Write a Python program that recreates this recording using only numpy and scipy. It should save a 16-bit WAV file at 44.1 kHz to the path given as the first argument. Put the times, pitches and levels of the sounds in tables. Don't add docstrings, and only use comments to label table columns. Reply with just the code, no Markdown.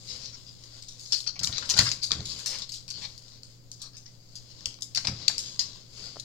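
import sys
import numpy as np
from scipy import signal
from scipy.fft import rfft, irfft
from scipy.io import wavfile
from scipy.ndimage import uniform_filter1d

SR = 44100
rng = np.random.default_rng(int(sys.argv[2]) if len(sys.argv) > 2 else 0)


def output_pcm(signal):
    pcm = np.clip(np.atleast_2d(signal).T, -1, 1) * 32767
    wavfile.write(sys.argv[1], SR, np.round(pcm).astype(np.int16))


N = 275184

# start_s, scrape_db, board_re_scrape_db, edge_re_scrape_db, drag_ms, skid_re_snap_db
CLAWS = [(0.551, -45, -32, -25, 5.5, -7), (0.637, -34.5, -24, -13, 37, -22.5),
         (0.823, -34, -40, -8, 50, -17), (0.882, -34.5, -48, -6.5, 46, 0), (0.9942, -36, -40, -8, 97, 4),
         (1.0572, -36, -24, -18, 20, -1), (1.1218, -14.5, -28.5, -15, 13, -3),
         (1.1283, -14, -34, -25, 9.6, 3), (1.1409, -16.5, -38, -22, 29.6, -8.5),
         (1.204, -25, -25, -10, 6.5, -15), (1.241, -36, -28, -14, 6, -16),
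         (1.2645, -27.5, -12.5, -41, 11, -13), (1.273, -19, -23, -58, 9.8, -11.5),
         (1.289, -22.5, -24, -61, 10, 9), (1.356, -36, -7, -48, 16, 1), (1.392, -22.5, -27, -15, 12, -13),
         (1.412, -31.5, -9, -34, 27, -11), (1.4315, -20.5, -18, -3.5, 24, -8),
         (1.4451, -14, -25, -10, 9.6, -19), (1.4718, -18.5, -11, -14, 8.1, -2),
         (1.526, -22, -11, -44, 20, -15), (1.581, -20.5, -14.5, -17.5, 5, -13),
         (1.6245, -34, -0.5, -30, 23, -20.5), (1.652, -33, -37, -11, 22, -4),
         (1.6915, -19, -17, -11, 27, 3), (1.6976, -14, -26, -6.5, 13, 8), (1.7089, -18, -16, -26, 8.6, -7),
         (1.7389, -18.5, -14, -31, 7.5, -10), (1.7641, -22.5, -6, -14, 33, -3),
         (1.771, -20, -16, -7, 8.1, -4), (1.7781, -12, -10.5, -16, 19, -19),
         (1.7881, -4, -13, -10, 4.4, -0.5), (1.7993, -16, -5, -26, 11, -10.5),
         (1.809, -14.5, -10, -25, 11.5, -10), (1.888, -20.5, -29, -16, 8.6, -1),
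         (1.9151, -15, -26, -15, 8.1, -17), (2.031, -20, -34, -7, 27, -4),
         (2.1074, -22, -9.5, -33, 37, -14.5), (2.117, -9, -26, -20.5, 7.2, -30),
         (2.126, -21.5, -17, -20, 8.8, -13), (2.2046, -28, -15, -34, 11, -18),
         (2.2538, -28.5, -45, -7.5, 55, 0), (2.389, -31, -17, -5.5, 23, -5),
         (2.4595, -20.5, -18.5, -4.5, 43, -11), (2.5858, -29, -25, -6.5, 8.1, -20),
         (2.6198, -27, -29, -23, 6.8, -8), (2.6914, -30.5, -52, -10, 21, -7),
         (2.7191, -31.5, -44, -5, 43, -10), (2.7401, -27.5, -43, -8.5, 32, -14),
         (2.879, -30, -19, -12, 39, -1), (2.9026, -26.5, -49, -10.5, 16, -16),
         (3.178, -35.5, -37, -8, 9.7, -17), (3.223, -46, -37, -7, 6, -20), (3.281, -42, -28, -11, 24, -19),
         (3.4326, -32.5, -24, -11.5, 60, -24.5), (3.716, -30.5, -40, -6, 44, -25),
         (3.742, -44, -28, -13, 12, -19), (3.818, -30, -37, -5.5, 15, -14),
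         (3.9681, -37.5, -23, -6, 34, -16.5), (4.029, -49, -23, -15, 6, -8),
         (4.0575, -39.5, -18, -44, 22, -4), (4.3544, -33, -25, -7.5, 18, -9),
         (4.607, -35.5, -22, -34, 4.1, -18), (4.6568, -15, -36, -14, 29, -31),
         (4.741, -35.5, -30, -14, 5.2, -9), (4.787, -50, -2, -28, 4, -13), (4.808, -42, -25, -1, 8, -9),
         (4.8213, -23.5, -53, -5, 10, -12), (4.9478, -22, -33, -11, 5.6, -12),
         (4.9574, -20, -23, -16, 4.3, -1), (4.973, -13.5, -15, -19.5, 14.7, -15),
         (5.0461, -26, -6, -26, 9.8, 4), (5.0497, -21.5, -20, -24, 9.5, -14),
         (5.0707, -13.5, -11.5, -17, 15, -12.5), (5.2797, -10, -46, -14.5, 3.5, -25),
         (5.2809, -8, -25, -22, 4.7, -11), (5.2827, -16, -22, -21, 14, -18),
         (5.2981, -27, -3, -22, 14, -15), (5.3806, -19, -46, -6, 7.2, -21), (5.39, -24.5, -40, -7, 15, -12),
         (5.3996, -27.5, -33, -15, 110, -15.5), (5.593, -13.5, -40, -17.5, 8, -15),
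         (5.603, -19.5, -23, -15, 27, -7), (6.198, -26, -47, -9, 6, -10)]
FLAP_HZ, FLAP_SPREAD = 4860, 0.022


def claws(scrape_port, edge_port):
    out = np.zeros((2, N + SR))
    t = np.arange(SR // 6) / SR
    for start_s, db, board_db, edge_db, drag_ms, skid_db in CLAWS:
        drag = (1 - np.exp(-t / 0.00019)) * np.exp(-1000 * t / drag_ms)
        skid = drag * grit(len(t), per_s=2700, spread_db=1.46)
        snap = (1 - np.exp(-t / 0.00011)) * np.exp(-t / 0.00059) * rng.choice([-1, 1], len(t))
        force = through(snap + undb(skid_db) * skid, reflections())[:, :len(t)]
        pitch_hz = FLAP_HZ * (1 + FLAP_SPREAD * rng.standard_normal())
        scrape = filter_to_peak(flap(force, pitch_hz), scrape_port, db)
        board = filter_to_peak(force, board_ring(damp_per_s=450, low_hz=876), db + board_db)
        edge = filter_to_peak(force, edge_port, db + edge_db)
        add_at(out, start_s, scrape + board + edge)
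    return out[:, :N]


# start_s, length_s, scrape_db, board_re_scrape_db, pitch_hz
SWIPES = [(0.063, 0.094, -28.5, -36, 4730), (0.143, 0.22, -34, -32, 4740), (0.209, 0.098, -29, -41, 4870),
          (0.323, 0.041, -38, -14, 5200), (0.45, 0.073, -40.5, -31, 4800), (1.534, 0.077, -24, -17, 4200),
          (1.848, 0.046, -21.5, -6.5, 5200), (2.015, 0.047, -22, -33, 4840),
          (2.286, 0.054, -25.5, -30, 5100), (2.505, 0.079, -39.5, 2.5, 4930),
          (2.921, 0.087, -33, -24, 4670), (1.07, 0.068, -42, -30, 5050), (2.612, 0.04, -31, -25, 4550),
          (3.009, 0.067, -26.5, -11.5, 4480), (3.332, 0.082, -52, -17, 5000),
          (4.482, 0.059, -42, -22, 4860), (3.925, 0.046, -43, -14.5, 4900),
          (3.79, 0.11, -33.5, -13.5, 4940)]


def swipes(scrape_port):
    out = np.zeros((2, N + SR))
    t = np.arange(SR // 6) / SR
    for start_s, length_s, db, board_db, pitch_hz in SWIPES:
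        swell = np.sin(np.pi * np.clip(t / length_s, 0, 1)) ** 1.04
        stroke = swell * grit(len(t), per_s=4000, spread_db=2)
        force = through(stroke, reflections())[:, :len(t)]
        scrape = filter_to_peak(flap(force, pitch_hz), scrape_port, db)
        board = filter_to_peak(force, board_ring(damp_per_s=700, low_hz=1010), db + board_db)
        add_at(out, start_s, scrape + board)
    return out[:, :N]


def flap(force, pitch_hz):
    return 0.1 * force + 5.4 * signal.lfilter(*signal.iirpeak(pitch_hz, Q=1.8, fs=SR), force)


# time_s, gain_db
RUB = [(0.0, -51), (0.15, -38.5), (0.45, -54.5), (0.78, -47), (1.09, -56), (1.14, -39), (1.36, -60),
       (1.44, -49), (1.66, -39.5), (1.76, -33.5), (1.8, -22), (1.85, -32), (1.89, -34), (2.01, -49),
       (2.04, -42.5), (2.21, -45.5), (2.28, -39.5), (2.45, -41.5), (2.47, -38.5), (2.62, -35.5),
       (2.66, -50), (2.73, -51), (2.87, -60), (2.89, -81), (2.98, -38.5), (3.16, -53), (3.45, -54.5),
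       (3.68, -61), (4.29, -57.5), (4.64, -46.5), (4.73, -46), (4.78, -57.5), (4.93, -54.5), (5.27, -39),
       (5.37, -43.5), (5.44, -44), (5.58, -47.5), (5.7, -45.5), (5.91, -54), (6.0, -40), (6.24, -45.5)]
# time_s, gain_db
EDGE_HISS = [(0, -62), (.1, -52), (.2, -58.5), (.38, -66.5), (.76, -63), (.97, -68), (1.01, -57),
             (1.1, -56), (1.19, -46), (1.25, -59), (1.32, -78), (1.45, -76), (1.63, -68), (1.72, -48),
             (1.76, -56), (1.82, -36), (1.9, -47), (1.98, -66), (2.1, -71), (2.3, -50.5), (2.5, -64),
             (2.6, -56), (2.68, -76), (2.88, -75), (3.03, -54), (3.15, -66), (3.32, -70), (4.36, -68.5),
             (4.6, -65), (4.78, -80), (4.93, -72), (5.02, -58), (5.15, -73), (5.54, -63), (5.85, -70),
             (6.0, -57.5), (6.24, -65)]


def fur(scrape_port, edge_port):
    force, board = 0, 0
    for _ in range(5):
        slips = undb(3.6 * wander(15.6) - 11.5) * grit(N, per_s=4500, spread_db=2.5)
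        spot = through(slips, reflections())
        force = force + spot
        board = board + through(spot + 0.88 * slips, board_ring(damp_per_s=320, low_hz=430))
    bump_s, bump_db = np.transpose(BUMPS)[:2]
    claw_s, claw_db, _, treble_db = np.transpose(CLAWS)[:4]
    rub_gain = curve(RUB)
    creak_gain = np.hypot(undb(-16) * rub_gain, fading(bump_s, bump_db - 12.5, fade_s=0.02))
    hiss_gain = np.hypot(curve(EDGE_HISS), fading(claw_s, claw_db + treble_db - 11.5, fade_s=0.022))
    scrape = 1.36 * through(rub_gain * force, scrape_port)
    creak = creak_gain * board * undb([[1.5], [-1.5]])
    hiss = 2.43 * through(hiss_gain * force, edge_port)
    return scrape + creak + hiss


def grit(size, per_s, spread_db):
    slipping = rng.random(size) < per_s / SR
    slips = slipping * rng.standard_normal(size)
    slips *= undb(spread_db * np.minimum(rng.exponential(size=size), 3))
    return slips / np.sqrt(np.mean(slips ** 2) + 1e-12)


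# pitch_hz, level_db, t60_s
BOX_MODES = [(54.5, -22, 0.25), (86, -13, 0.26), (113.7, 6, 0.3), (136.2, 2, 0.43), (189, 5, 0.2),
             (258, -3.5, 0.15), (413, 4, 0.068), (610, 10, 0.011), (1060, -5.5, 0.031), (1294, -2, 0.023),
             (1836, -7.5, 0.025), (2410, -19, 0.094), (2430, -1, 0.0034)]


def box_ring(tilt, length_s, detune=0, pitch_ratio=1):
    t = np.arange(int(length_s * SR)) / SR
    bends = pitch_ratio + detune * rng.standard_normal(len(BOX_MODES))
    return sum(undb(db) * hz ** tilt * np.sin(2 * np.pi * hz * bend * t) * 1000 ** (-t / t60_s)
               for (hz, db, t60_s), bend in zip(BOX_MODES, bends))


def board_ring(damp_per_s, low_hz):
    ring = box_ring(tilt=1, length_s=0.05, detune=0.14)
    return unit(band(damped(ring, damp_per_s), low_hz, 4950))


# start_s, level_db, contact_s, pitch_ratio
BUMPS = [(1.409, -34, 0.004, 1.08), (1.491, -33, 0.0057, 0.96), (1.739, -32, 0.00043, 0.97),
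         (1.789, -19.5, 0.0051, .9), (1.824, -29.5, 0.004, 1.1), (2.115, -30.5, 0.0015, 1.01),
         (2.151, -35.5, 0.0047, 0.95), (2.192, -31, 0.0034, 1.05), (2.226, -38, 0.0017, 1.05),
         (4.662, -36, 0.0155, 0.93), (4.974, -46, 0.0043, 1.1), (5.05, -34.5, 0.0053, 1.05),
         (5.083, -24.5, 0.0038, 1.06), (5.12, -37, 0.006, 0.81)]
# start_s, level_db
TAPS = [(6.159, -38.5), (6.1679, -31.5)]


def thuds():
    out = np.zeros(N + SR)
    for start_s, db, contact_s, pitch_ratio in BUMPS:
        push = np.hanning(int(contact_s * SR) + 3)
        knock = signal.fftconvolve(push, box_ring(tilt=0, length_s=0.2, pitch_ratio=pitch_ratio))
        add_at(out, start_s, undb(db) * knock / np.abs(knock).max())
    for start_s, db in TAPS:
        ring = band(box_ring(tilt=0.3, length_s=0.03), 450, 1500, order=2)
        knock = damped(ring, per_s=300)
        add_at(out, start_s, undb(db) * knock / np.abs(knock).max())
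    return out[:N]


# time_s, gain_db
WEIGHT = [(0, -70), (.15, -60), (1.3, -70.5), (1.44, -49), (1.55, -59), (1.62, -55), (1.85, -59),
          (1.93, -55), (1.99, -65), (2.1, -55), (2.18, -42.5), (2.25, -53.5), (2.35, -52), (2.42, -69),
          (2.5, -68), (3.02, -58.5), (3.2, -64.5), (4.9, -63), (5.3, -55.5), (5.75, -59), (5.9, -62),
          (6.24, -61.5)]


def rocking():
    bump_s, bump_db = np.transpose(BUMPS)[:2]
    after_bumps = fading(bump_s, bump_db - 16, fade_s=0.046)
    sway = curve(WEIGHT) + np.hypot(undb(-22) * curve(RUB), after_bumps)
    noise = band(rng.standard_normal((3, N)), 15, 174, order=2)
    rumble = sway * noise / noise.std()
    return rumble[0] + 0.3 * rumble[1:]


# frequency_hz, gain_db
LEFT_PORT = [(300, -22), (1000, -21), (2200, -19), (3300, -13), (4000, -7), (4700, -3), (5500, -8),
             (6700, -12), (7600, -19), (9000, -29), (11300, -43), (13000, -47), (15000, -56)]
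RIGHT_PORT = [(300, -36), (1000, -24.5), (2200, -24), (3300, -24), (4000, -25.5), (4700, -22), (5500, -23),
              (6700, -12.5), (7600, -18.5), (9000, -30), (11300, -37.5), (13000, -37.5), (15000, -48.5)]


def ports():
    pair = np.array([minimum_phase(LEFT_PORT), minimum_phase(RIGHT_PORT)])
    return unit(band(pair, 1790, 6180)), unit(band(pair, 8360, 22000))


def reflections(decay_s=0.0011):
    paths = rng.standard_normal((2, 256)) * np.exp(-np.arange(256) / SR / decay_s)
    return paths / np.linalg.norm(paths, axis=1, keepdims=True)


def room(near, t60_s=0.36, tail_db=-7, alike_hz=700):
    t = np.arange(int(0.45 * SR)) / SR
    tail = rng.standard_normal((2, len(t))) * 1000 ** (-t / t60_s) * (t > 0.005)
    heard = near + undb(tail_db) * through(near, unit(tail))
    side = heard - heard.mean(axis=0)
    return heard - 0.55 * signal.lfilter(*signal.butter(1, alike_hz, fs=SR), side)


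# pitch_hz, rms_db
HUM = [(118.4, -57), (177.6, -71.5), (269.2, -76), (532.9, -78.5)]


def appliance():
    t = np.arange(N) / SR
    return sum(np.sqrt(2) * undb(db + 0.31 * wander(14)) * np.sin(2 * np.pi * hz * t + 0.62 * wander(9.6))
               for hz, db in HUM)


# frequency_hz, relative_density_db
AIR = [(20, 13.5), (60, -11), (120, -4.5), (200, -11), (400, -10), (800, -20), (1400, -25.5), (3000, -28),
       (8000, -37), (15500, -29)]


def air(rms_db=-55.5):
    hz = np.fft.rfftfreq(N, 1 / SR)
    mid, side = rfft(rng.standard_normal((2, N))) * np.exp(log_gain(AIR, N))
    side *= np.clip(0.75 + hz / 1800, 0, 1)
    noise = irfft([mid + side, mid - side], N)
    return undb(rms_db) * noise / noise.std()


def undb(db):
    return 10 ** (np.asarray(db) / 20)


def unit(x):
    return x / np.sqrt(np.sum(x ** 2))


def add_at(out, start_s, sound):
    start = int(start_s * SR)
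    out[..., start:start + sound.shape[-1]] += sound


def damped(x, per_s):
    return x * np.exp(-per_s * np.arange(len(x)) / SR)


def band(x, low_hz, high_hz, order=3):
    return signal.sosfilt(signal.butter(order, [low_hz, high_hz], "band", fs=SR, output="sos"), x)


def through(x, response):
    return signal.fftconvolve(np.atleast_2d(x), np.atleast_2d(response), axes=1)[:, :N]


def filter_to_peak(x, response, peak_db):
    filtered = through(x, response)[:, :x.shape[1]]
    return filtered * undb(peak_db) / np.abs(filtered.mean(axis=0)).max()


def log_gain(table, size):
    hz, db = np.transpose(table)
    return np.interp(np.log(np.fft.rfftfreq(size, 1 / SR) + 1), np.log(hz), db) * np.log(10) / 20


def minimum_phase(table, size=1024):
    cepstrum = irfft(log_gain(table, size))
    cepstrum[1:size // 2] *= 2
    cepstrum[size // 2 + 1:] = 0
    return irfft(np.exp(rfft(cepstrum)))[:size // 2]


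def wander(rate_hz):
    width = int(SR / rate_hz)
    drift = uniform_filter1d(uniform_filter1d(rng.standard_normal(N), width), width)
    return drift / drift.std()


def curve(table):
    return undb(np.interp(np.arange(N) / SR, *np.transpose(table)))


def fading(times_s, db, fade_s):
    kicks = np.zeros(N)
    np.add.at(kicks, (times_s * SR).astype(int), undb(db) ** 2)
    return np.sqrt(signal.lfilter([1], [1, -np.exp(-2 / SR / fade_s)], kicks))


def scene():
    scrape_port, edge_port = ports()
    scratches = room(claws(scrape_port, edge_port) + swipes(scrape_port) + fur(scrape_port, edge_port))
    box = band(thuds() + rocking(), 42, 3000, order=2)
    return scratches + box + appliance() + air()


def record(dry):
    ceiling, top_hz = 0.97, 15800
    rounded = dry / (1 + (dry / ceiling) ** 4) ** (1 / 4)
    return signal.sosfilt(signal.ellip(10, 0.2, 100, top_hz, fs=SR, output="sos"), rounded)


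dry = scene()
out = record(dry)
output_pcm(out)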